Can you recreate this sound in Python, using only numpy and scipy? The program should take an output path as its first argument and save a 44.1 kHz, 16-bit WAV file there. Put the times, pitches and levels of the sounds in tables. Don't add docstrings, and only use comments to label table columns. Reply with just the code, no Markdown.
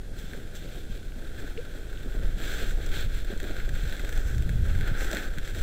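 import sys
import numpy as np
from scipy import signal
from scipy.fft import rfft, irfft
from scipy.io import wavfile
from scipy.ndimage import uniform_filter1d

SR = 44100
rng = np.random.default_rng(int(sys.argv[2]) if len(sys.argv) > 2 else 0)


def bounce(signal):
    frames = np.transpose(np.atleast_2d(signal))
    limited = np.clip(frames, -1, 1)
    pcm = np.round(limited * 32767).astype(np.int16)
    wavfile.write(sys.argv[1], SR, pcm)


N = 247842
TIME = np.arange(N) / SR
FREQ = np.arange(N // 2 + 1) * SR / N

# time_s, level_db
BREEZE = [(0, -35.5), (0.7, -37), (1.45, -33), (1.75, -36), (2.5, -29), (3.4, -29), (5.62, -34)]
# start_s, hold_s, level_db
CAMERA_SWINGS = [(0.84, 0.071, -35), (2.043, 0.11, -31.5), (2.192, 0.057, -23), (2.614, 0.3, -27),
                 (2.968, 0.22, -29.5), (3.56, .26, -29), (4.032, 0.12, -26), (4.154, 0.038, -26),
                 (4.307, 0.21, -30), (4.548, 0.31, -25.5), (4.86, 0.17, -27), (5.24, 0.19, -30),
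                 (5.552, .05, -27)]
# start_s, hold_s, level_db
WIND_GUSTS = [(2.153, .11, -35.5), (3.026, 0.023, -31), (3.693, 0.016, -33), (3.811, 0.029, -31),
              (4.226, 0.16, -30.5), (4.337, 0.047, -25), (4.448, 0.34, -27), (4.584, .03, -27),
              (4.878, 0.016, -32), (5.507, 0.088, -35.5)]
# frequency_hz, level_db
RUMBLE_TONE = [(4, 0.5), (15, 0), (30, 2), (42, -5.5), (58, -15), (90, -34.5), (300, -75)]
# frequency_hz, level_db
BUFFET_TONE = [(30, -14), (55, 1), (78, 0), (105, -4), (145, -11), (210, -21), (350, -34.5), (900, -60.5)]
# frequency_hz, level_db
FOREST_TONE = [(20, 7), (60, -10.5), (120, 0.5), (250, -6), (450, -7), (800, -15.5), (1500, -37),
               (3500, -43), (7000, -68), (15000, -71)]
# centre_hz, width_hz, boost_db
HOUSING_RESONANCES = [(1030, 390, -18.7), (1540, 640, 12.5), (1545, 170, 2.8), (2960, 270, -5.8),
                      (3400, 1020, 9.8), (4190, 370, 3.6), (6130, 430, 4.5), (7640, 820, 13.5),
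                      (8400, 540, -8.7), (9110, 690, 8.4), (11000, 1720, -11.7), (12910, 680, 8.6),
                      (13660, 490, -8.1), (14430, 900, 13)]

# time_s, crunch_db
LEAF_STIR = [(0, -59.5), (.45, -56), (1.08, -58), (1.25, -52.5), (1.9, -53), (2.8, -51.5), (4.5, -51.5),
             (5.62, -50.5)]
# start_s, hold_s, crunch_db, crackle_offset_db, slide_offset_db
FOOTSTEPS = [(0.139, 0.18, -52, -2.5, -7), (0.517, 0.23, -57, 3, -3.5), (0.874, 0.065, -60, 4.5, -5),
             (1.337, 0.1, -52, -9, -13), (2.1, 0.15, -51.5, -11, -15), (2.355, .22, -42.5, -2.5, -9),
             (2.405, 0.11, -49, -3, -3), (2.652, 0.036, -47.5, -4, -5.5), (2.779, 0.11, -47.5, -2.5, -9.5),
             (2.91, 0.065, -42.5, 0, -8), (3.108, 0.053, -52, 2, -4.5), (3.261, 0.024, -46.5, -4, -14),
             (3.4, 0.16, -45, -5.5, -12.5), (3.702, 0.16, -48.5, -4, -9.5), (3.843, 0.18, -47, -4.5, -8),
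             (4.08, 0.18, -46, -11, -7.5), (4.316, 0.047, -58, -19, -6), (4.618, .13, -47.5, -9.5, -13),
             (4.778, 0.25, -41.5, -9.5, -20), (4.96, 0.076, -42.5, -8, -5.5),
             (5.06, 0.15, -38.5, -8.5, -12), (5.43, 0.018, -52.5, 0.5, -0.5), (5.52, .08, -49, -2, -4)]
# start_s, slide_db
TOE_SCUFFS = [(0.178, -52), (0.545, -50), (1.385, -57), (2.853, -64), (5.128, -58), (5.58, -54)]
# frequency_hz, level_db
CRUNCH_TONE = [(400, -21.5), (800, 5), (1300, 2.5), (2200, -3), (2800, -8.5), (4000, -46)]
# frequency_hz, level_db
CRACKLE_TONE = [(1500, -21.5), (2200, 2), (2700, 0.5), (4200, -2), (5200, -11), (7000, -17.5)]
# frequency_hz, level_db
SLIDE_TONE = [(3500, -39.5), (5000, 5.5), (5900, 6.5), (8000, 2), (11000, 1), (15500, -5.5)]
# start_s, level_db
SOLE_PRESSES = [(0.32, -46.5), (0.365, -50.5), (0.63, -48), (0.745, -45), (0.83, -55), (1.17, -48.5),
                (1.39, -49), (1.745, -48), (2.05, -48), (2.135, -44), (2.22, -45), (2.39, -46),
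                (2.601, -41.5), (2.77, -45), (2.86, -47.5), (2.955, -52), (3.305, -41.5), (3.42, -41.5),
                (3.495, -43), (3.54, -55), (3.67, -47.5), (3.92, -48), (4.03, -44.5), (4.17, -46),
                (4.454, -47.5), (4.665, -52), (5.0, -65), (5.113, -37), (5.18, -54), (5.24, -52),
                (5.556, -46)]
# frequency_hz, level_db
LITTER_TONE = [(100, -10.5), (200, -3.5), (330, -0.5), (500, -2.5), (750, -10.5), (1100, -12.5),
               (1700, -42.5)]

# start_s, level_db, pitch_hz
DULL_KNOCKS = [(0.24, -26, 164), (0.373, -26.5, 161), (0.76, -28, 170), (0.899, -25.5, 184),
               (1.161, -31, 244), (1.443, -26.5, 288), (2.059, -26.5, 254), (2.228, -30, 542),
               (2.37, -30, 202), (2.611, -34, 386), (3.302, -25, 363), (3.331, -24, 186), (3.429, -28, 377),
               (3.829, -26, 149), (3.998, -32, 223), (4.913, -17, 162), (5.1313, -24, 620),
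               (5.377, -22, 154)]
# start_s, level_db, thinness (near -1 a thick twig, near 1 a leaf stalk)
TWIG_SNAPS = [(0.3341, -43, -0.68), (2.4946, -40, -.4), (2.7103, -45, 0.1), (2.863, -51.5, 0.94),
              (3.2474, -42.5, 0.098), (3.3358, -48, -1.1), (3.3762, -50, .5), (3.4013, -38.5, 0.19),
              (3.4309, -43, .2), (3.601, -41, -1.2), (3.6917, -41.5, 0.22), (3.9251, -38, -0.23),
              (3.967, -44, .2), (3.9949, -40, -.1), (4.0924, -40, 0.32), (4.1272, -42, 0.31),
              (4.1533, -53, -.5), (4.177, -41.5, .35), (4.3818, -45.5, 0.54), (4.4238, -43.5, 0.31),
              (4.493, -40, 0.035), (4.751, -42, -0.39), (4.8107, -36, -0.28), (4.8758, -41.5, 0.026),
              (5.008, -36, -0.86), (5.1144, -38.5, 0.62), (5.1306, -33.5, .35), (5.1484, -37.5, 0.46),
              (5.1702, -33.5, -0.32), (5.3753, -45, -0.85), (5.3846, -37.5, 0.18), (5.4767, -41.5, -0.071),
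              (5.5498, -40.5, -0.32), (5.591, -44.5, 0.13)]
# offset_db, db_per_thinness
SNAP_PARTS = [(-14, 12), (0, -2), (-5.5, 4), (-19, 24.5)]
# frequency_hz, level_db
THUD_TONE = [(200, -10), (400, -9), (750, -1), (1000, -11), (1500, -34)]
# frequency_hz, level_db
WOOD_TONE = [(900, -28), (1450, 7.5), (2100, 10), (2700, 5.5), (4000, -24.5)]
# frequency_hz, level_db
SPIT_TONE = [(3800, -27), (5200, 11), (7500, 0.5), (9500, -2), (12000, -18), (15500, -18)]
# start_s, level_db, pitch_hz
SMALL_TICKS = [(1.121, -38, 2900), (1.5761, -28, 2780), (1.9743, -34, 3550)]
# start_s, length_s, start_hz, end_hz, level_db
RISING_PLOP = (1.575, .033, 420, 515, -28.5)

# frequency_hz, level_db
HISS_TONE = [(100, -4), (1000, 0), (3000, -2.5), (5000, -2), (9000, -3.5), (11000, -9.5), (13000, -6.5),
             (15500, -34)]
# pitch_hz, level_db
CAMERA_WHINE = [(9600, -81), (12450, -84), (14337, -85)]


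def undb(db):
    return 10 ** (np.asarray(db) / 20)


def gain_curve(table):
    times_s, levels_db = np.transpose(table)
    return undb(np.interp(TIME, times_s, levels_db))


def causal_filter(curve_db):
    cepstrum = irfft(curve_db * np.log(10) / 20, N)
    cepstrum[1:N // 2] *= 2
    cepstrum[N // 2 + 1:] = 0
    return np.exp(rfft(cepstrum))


def ring(sound, response):
    return irfft(rfft(sound) * response, N)


def colour(sound, tone):
    hz, db = np.transpose(tone)
    curve_db = np.interp(np.log(FREQ + 1), np.log(hz), db)
    return ring(sound, causal_filter(curve_db))


def normalise(sound, band_hz):
    in_band = (FREQ > band_hz[0]) & (FREQ < band_hz[1])
    return sound / np.std(ring(sound, in_band))


def wander(rate_hz):
    span = max(int(SR / rate_hz), 1)
    held = np.repeat(rng.standard_normal(N // span + 1), span)
    return 1.2 * uniform_filter1d(held, span)[:N]


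def steady(sound, seconds):
    power = uniform_filter1d(sound ** 2, max(int(seconds * SR), 2))
    return sound / np.sqrt(np.abs(power) + 1e-12)


def grains(per_second, spread_db):
    hits = rng.random(N) < per_second / SR
    sizes = undb(spread_db * np.minimum(rng.exponential(size=N), 6))
    clicks = hits * sizes * rng.choice([-1, 1], N)
    return clicks / np.std(clicks)


def add(out, start_s, sound):
    first = max(int(start_s * SR), 0)
    out[first:first + len(sound)] += sound[:max(N - first, 0)]


def swell(start_s, rise_s, hold_s, fade_s):
    rise = np.clip((TIME - start_s) / rise_s, 0, 1)
    fading_for_s = np.maximum(TIME - start_s - rise_s - hold_s, 0)
    return rise * np.exp(-fading_for_s / fade_s)


def surges(base, table, rise_s, fade_s):
    swells = (undb(db) * swell(start_s, rise_s, hold_s, fade_s) for start_s, hold_s, db in table)
    return np.sqrt(base ** 2 + sum(gain ** 2 for gain in swells))


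def struck_tones(table, ring_s, trim_db):
    t, out = TIME[:SR // 8], np.zeros(N)
    for start_s, db, hz in table:
        fade = undb(db + trim_db - 60 * t / ring_s)
        add(out, start_s, fade * np.sin(2 * np.pi * hz * t))
    return out


def wind_gains(calm_rumble_db=-37, calm_buffet_db=-46, buffet_db_per_db=0.51):
    rumble = surges(gain_curve(BREEZE), CAMERA_SWINGS, rise_s=0.033, fade_s=0.051)
    swirls = undb(calm_buffet_db) * (rumble / undb(calm_rumble_db)) ** buffet_db_per_db
    return rumble, surges(swirls, WIND_GUSTS, rise_s=0.03, fade_s=0.022)


def wind(rumble_trim_db=-1.77, buffet_trim_db=-1.72):
    rumble_gain, buffet_gain = wind_gains()
    rumble = steady(colour(rng.standard_normal(N), RUMBLE_TONE), seconds=0.12)
    rumble = undb(rumble_trim_db) * normalise(rumble, band_hz=(20, 55))
    buffet = steady(colour(grains(per_second=900, spread_db=2.0), BUFFET_TONE), seconds=0.0557)
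    buffet = undb(buffet_trim_db) * normalise(buffet, band_hz=(62, 180))
    return rumble_gain * rumble + buffet_gain * buffet


def microphone_housing():
    peaks_db = (db / (1 + (2 * (FREQ - hz) / width_hz) ** 2) for hz, width_hz, db in HOUSING_RESONANCES)
    return causal_filter(sum(peaks_db))


def forest_air(housing, level_db=-47, sway_db=1.2):
    air = ring(colour(rng.standard_normal(N), FOREST_TONE), housing)
    return air / np.std(air) * undb(level_db + sway_db * wander(rate_hz=2.9))


def footwork(catch_db=1.26):
    stir_mix_db, scuff_mix_db = np.array([0, -4.5, -10.5]), np.array([-3, -0.5, 0])
    power = np.outer(undb(stir_mix_db), gain_curve(LEAF_STIR)) ** 2
    for start_s, hold_s, db, crackle_offset_db, slide_offset_db in FOOTSTEPS:
        rise_s = 0.021 + 0.16 * hold_s
        push = swell(start_s, rise_s, hold_s, fade_s=0.044)
        power += np.outer(undb([db, db + crackle_offset_db, db + slide_offset_db]), push) ** 2
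    for start_s, db in TOE_SCUFFS:
        skim = swell(start_s, rise_s=0.0087, hold_s=0.01, fade_s=0.019)
        power += np.outer(undb(db + scuff_mix_db), skim) ** 2
    catch_and_slip = undb(catch_db * wander(rate_hz=45))
    return np.sqrt(power) * catch_and_slip


def leaves(housing, crunch, crackle, slide, cluster_db=1.0, dense_slide_db=-52, trim_db=-1.0):
    clusters = undb(cluster_db * wander(rate_hz=130))
    drowning = np.sqrt(1 + (slide / undb(dense_slide_db)) ** 2)
    strong_breaks = 0.71 * grains(per_second=1300, spread_db=3.5) / drowning
    layers = [(crunch, CRUNCH_TONE, 1.1, (1250, 2400)),
              (crackle, CRACKLE_TONE, 1.1, (2600, 5000)),
              (slide, SLIDE_TONE, 0.7, (5600, 15500))]
    out = np.zeros(N)
    for gain, tone, strong_share, band_hz in layers:
        fine_breaks = grains(per_second=12000, spread_db=2.0)
        swarm = steady(clusters * (strong_share * strong_breaks + fine_breaks), seconds=0.034)
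        rustle = ring(colour(swarm, tone), housing)
        out += gain * normalise(rustle, band_hz)
    return out * undb(trim_db)


def leaf_litter(housing, crunch, step_db=-6.5, settle_db=-2.5, hold_s=0.012, trim_db=0.96):
    giving_way = np.hypot(undb(step_db) * crunch, undb(settle_db) * gain_curve(LEAF_STIR))
    presses = [(start_s, hold_s, db) for start_s, db in SOLE_PRESSES]
    weight = surges(giving_way, presses, rise_s=0.0079, fade_s=0.039)
    muffled_grains = colour(grains(per_second=900, spread_db=2.0), LITTER_TONE)
    crush = steady(ring(muffled_grains, housing), seconds=0.054)
    return weight * undb(trim_db) * normalise(crush, band_hz=(250, 800))


def knocks(cutoff_hz=750):
    soften = signal.butter(3, cutoff_hz, fs=SR, output="sos")
    return signal.sosfilt(soften, struck_tones(DULL_KNOCKS, ring_s=0.039, trim_db=-2.5))


def twig_snaps(housing, splinter_size=0.34, splinter_chance=0.04, splinter_fade_s=0.0058):
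    t, out = TIME[:2048], np.zeros(N)
    click = signal.unit_impulse(N)
    parts = []
    for tone in (THUD_TONE, WOOD_TONE, CRACKLE_TONE, SPIT_TONE):
        part = ring(colour(click, tone), housing)[:len(t)]
        parts.append(part / np.sqrt(np.sum(part ** 2) / (0.004 * SR)))
    offset_db, db_per_thinness = np.transpose(SNAP_PARTS)
    for start_s, db, thinness in TWIG_SNAPS:
        crack = undb(db + offset_db + thinness * db_per_thinness) @ np.array(parts)
        splinters = rng.standard_normal(len(t)) * (rng.random(len(t)) < splinter_chance)
        force = splinter_size * splinters * np.exp(-t / splinter_fade_s)
        force[0] = 1
        add(out, start_s, signal.fftconvolve(force, crack))
    return out


def ticks(lower_pitch_ratio=0.86, lower_offset_db=-1.5, band_hz=(1800, 4000)):
    lower_tones = [(start_s, db + lower_offset_db, hz * lower_pitch_ratio)
                   for start_s, db, hz in SMALL_TICKS]
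    both_tones = struck_tones(list(SMALL_TICKS) + lower_tones, ring_s=0.0046, trim_db=-2)
    band_pass = signal.butter(2, band_hz, "bandpass", fs=SR, output="sos")
    return signal.sosfilt(band_pass, both_tones)


def plop():
    start_s, length_s, start_hz, end_hz, db = RISING_PLOP
    progress, out = np.linspace(0, 1, int(length_s * SR)), np.zeros(N)
    pitch_hz = start_hz + (end_hz - start_hz) * progress
    phase = 2 * np.pi * np.cumsum(pitch_hz) / SR
    loudness = undb(db) * np.sin(np.pi * progress) * np.exp(-0.5 * progress)
    add(out, start_s, loudness * np.sin(phase))
    return out


def scene():
    housing = microphone_housing()
    crunch, crackle, slide = footwork()
    rustle = leaves(housing, crunch, crackle, slide)
    walking = rustle + leaf_litter(housing, crunch) + knocks() + twig_snaps(housing)
    mix = wind() + forest_air(housing) + walking + ticks() + plop()
    return mix[None]


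def record(dry, hiss_db=-61, cutoff_hz=15750):
    hiss = colour(rng.standard_normal(N), HISS_TONE)
    hiss = undb(hiss_db) * hiss / np.std(hiss)
    whine = sum(np.sqrt(2) * undb(db) * np.sin(2 * np.pi * hz * TIME) for hz, db in CAMERA_WHINE)
    low_pass = signal.ellip(12, 0.2, 70, cutoff_hz, fs=SR, output="sos")
    return signal.sosfilt(low_pass, dry + hiss + whine)


dry = scene()
out = record(dry)
bounce(out)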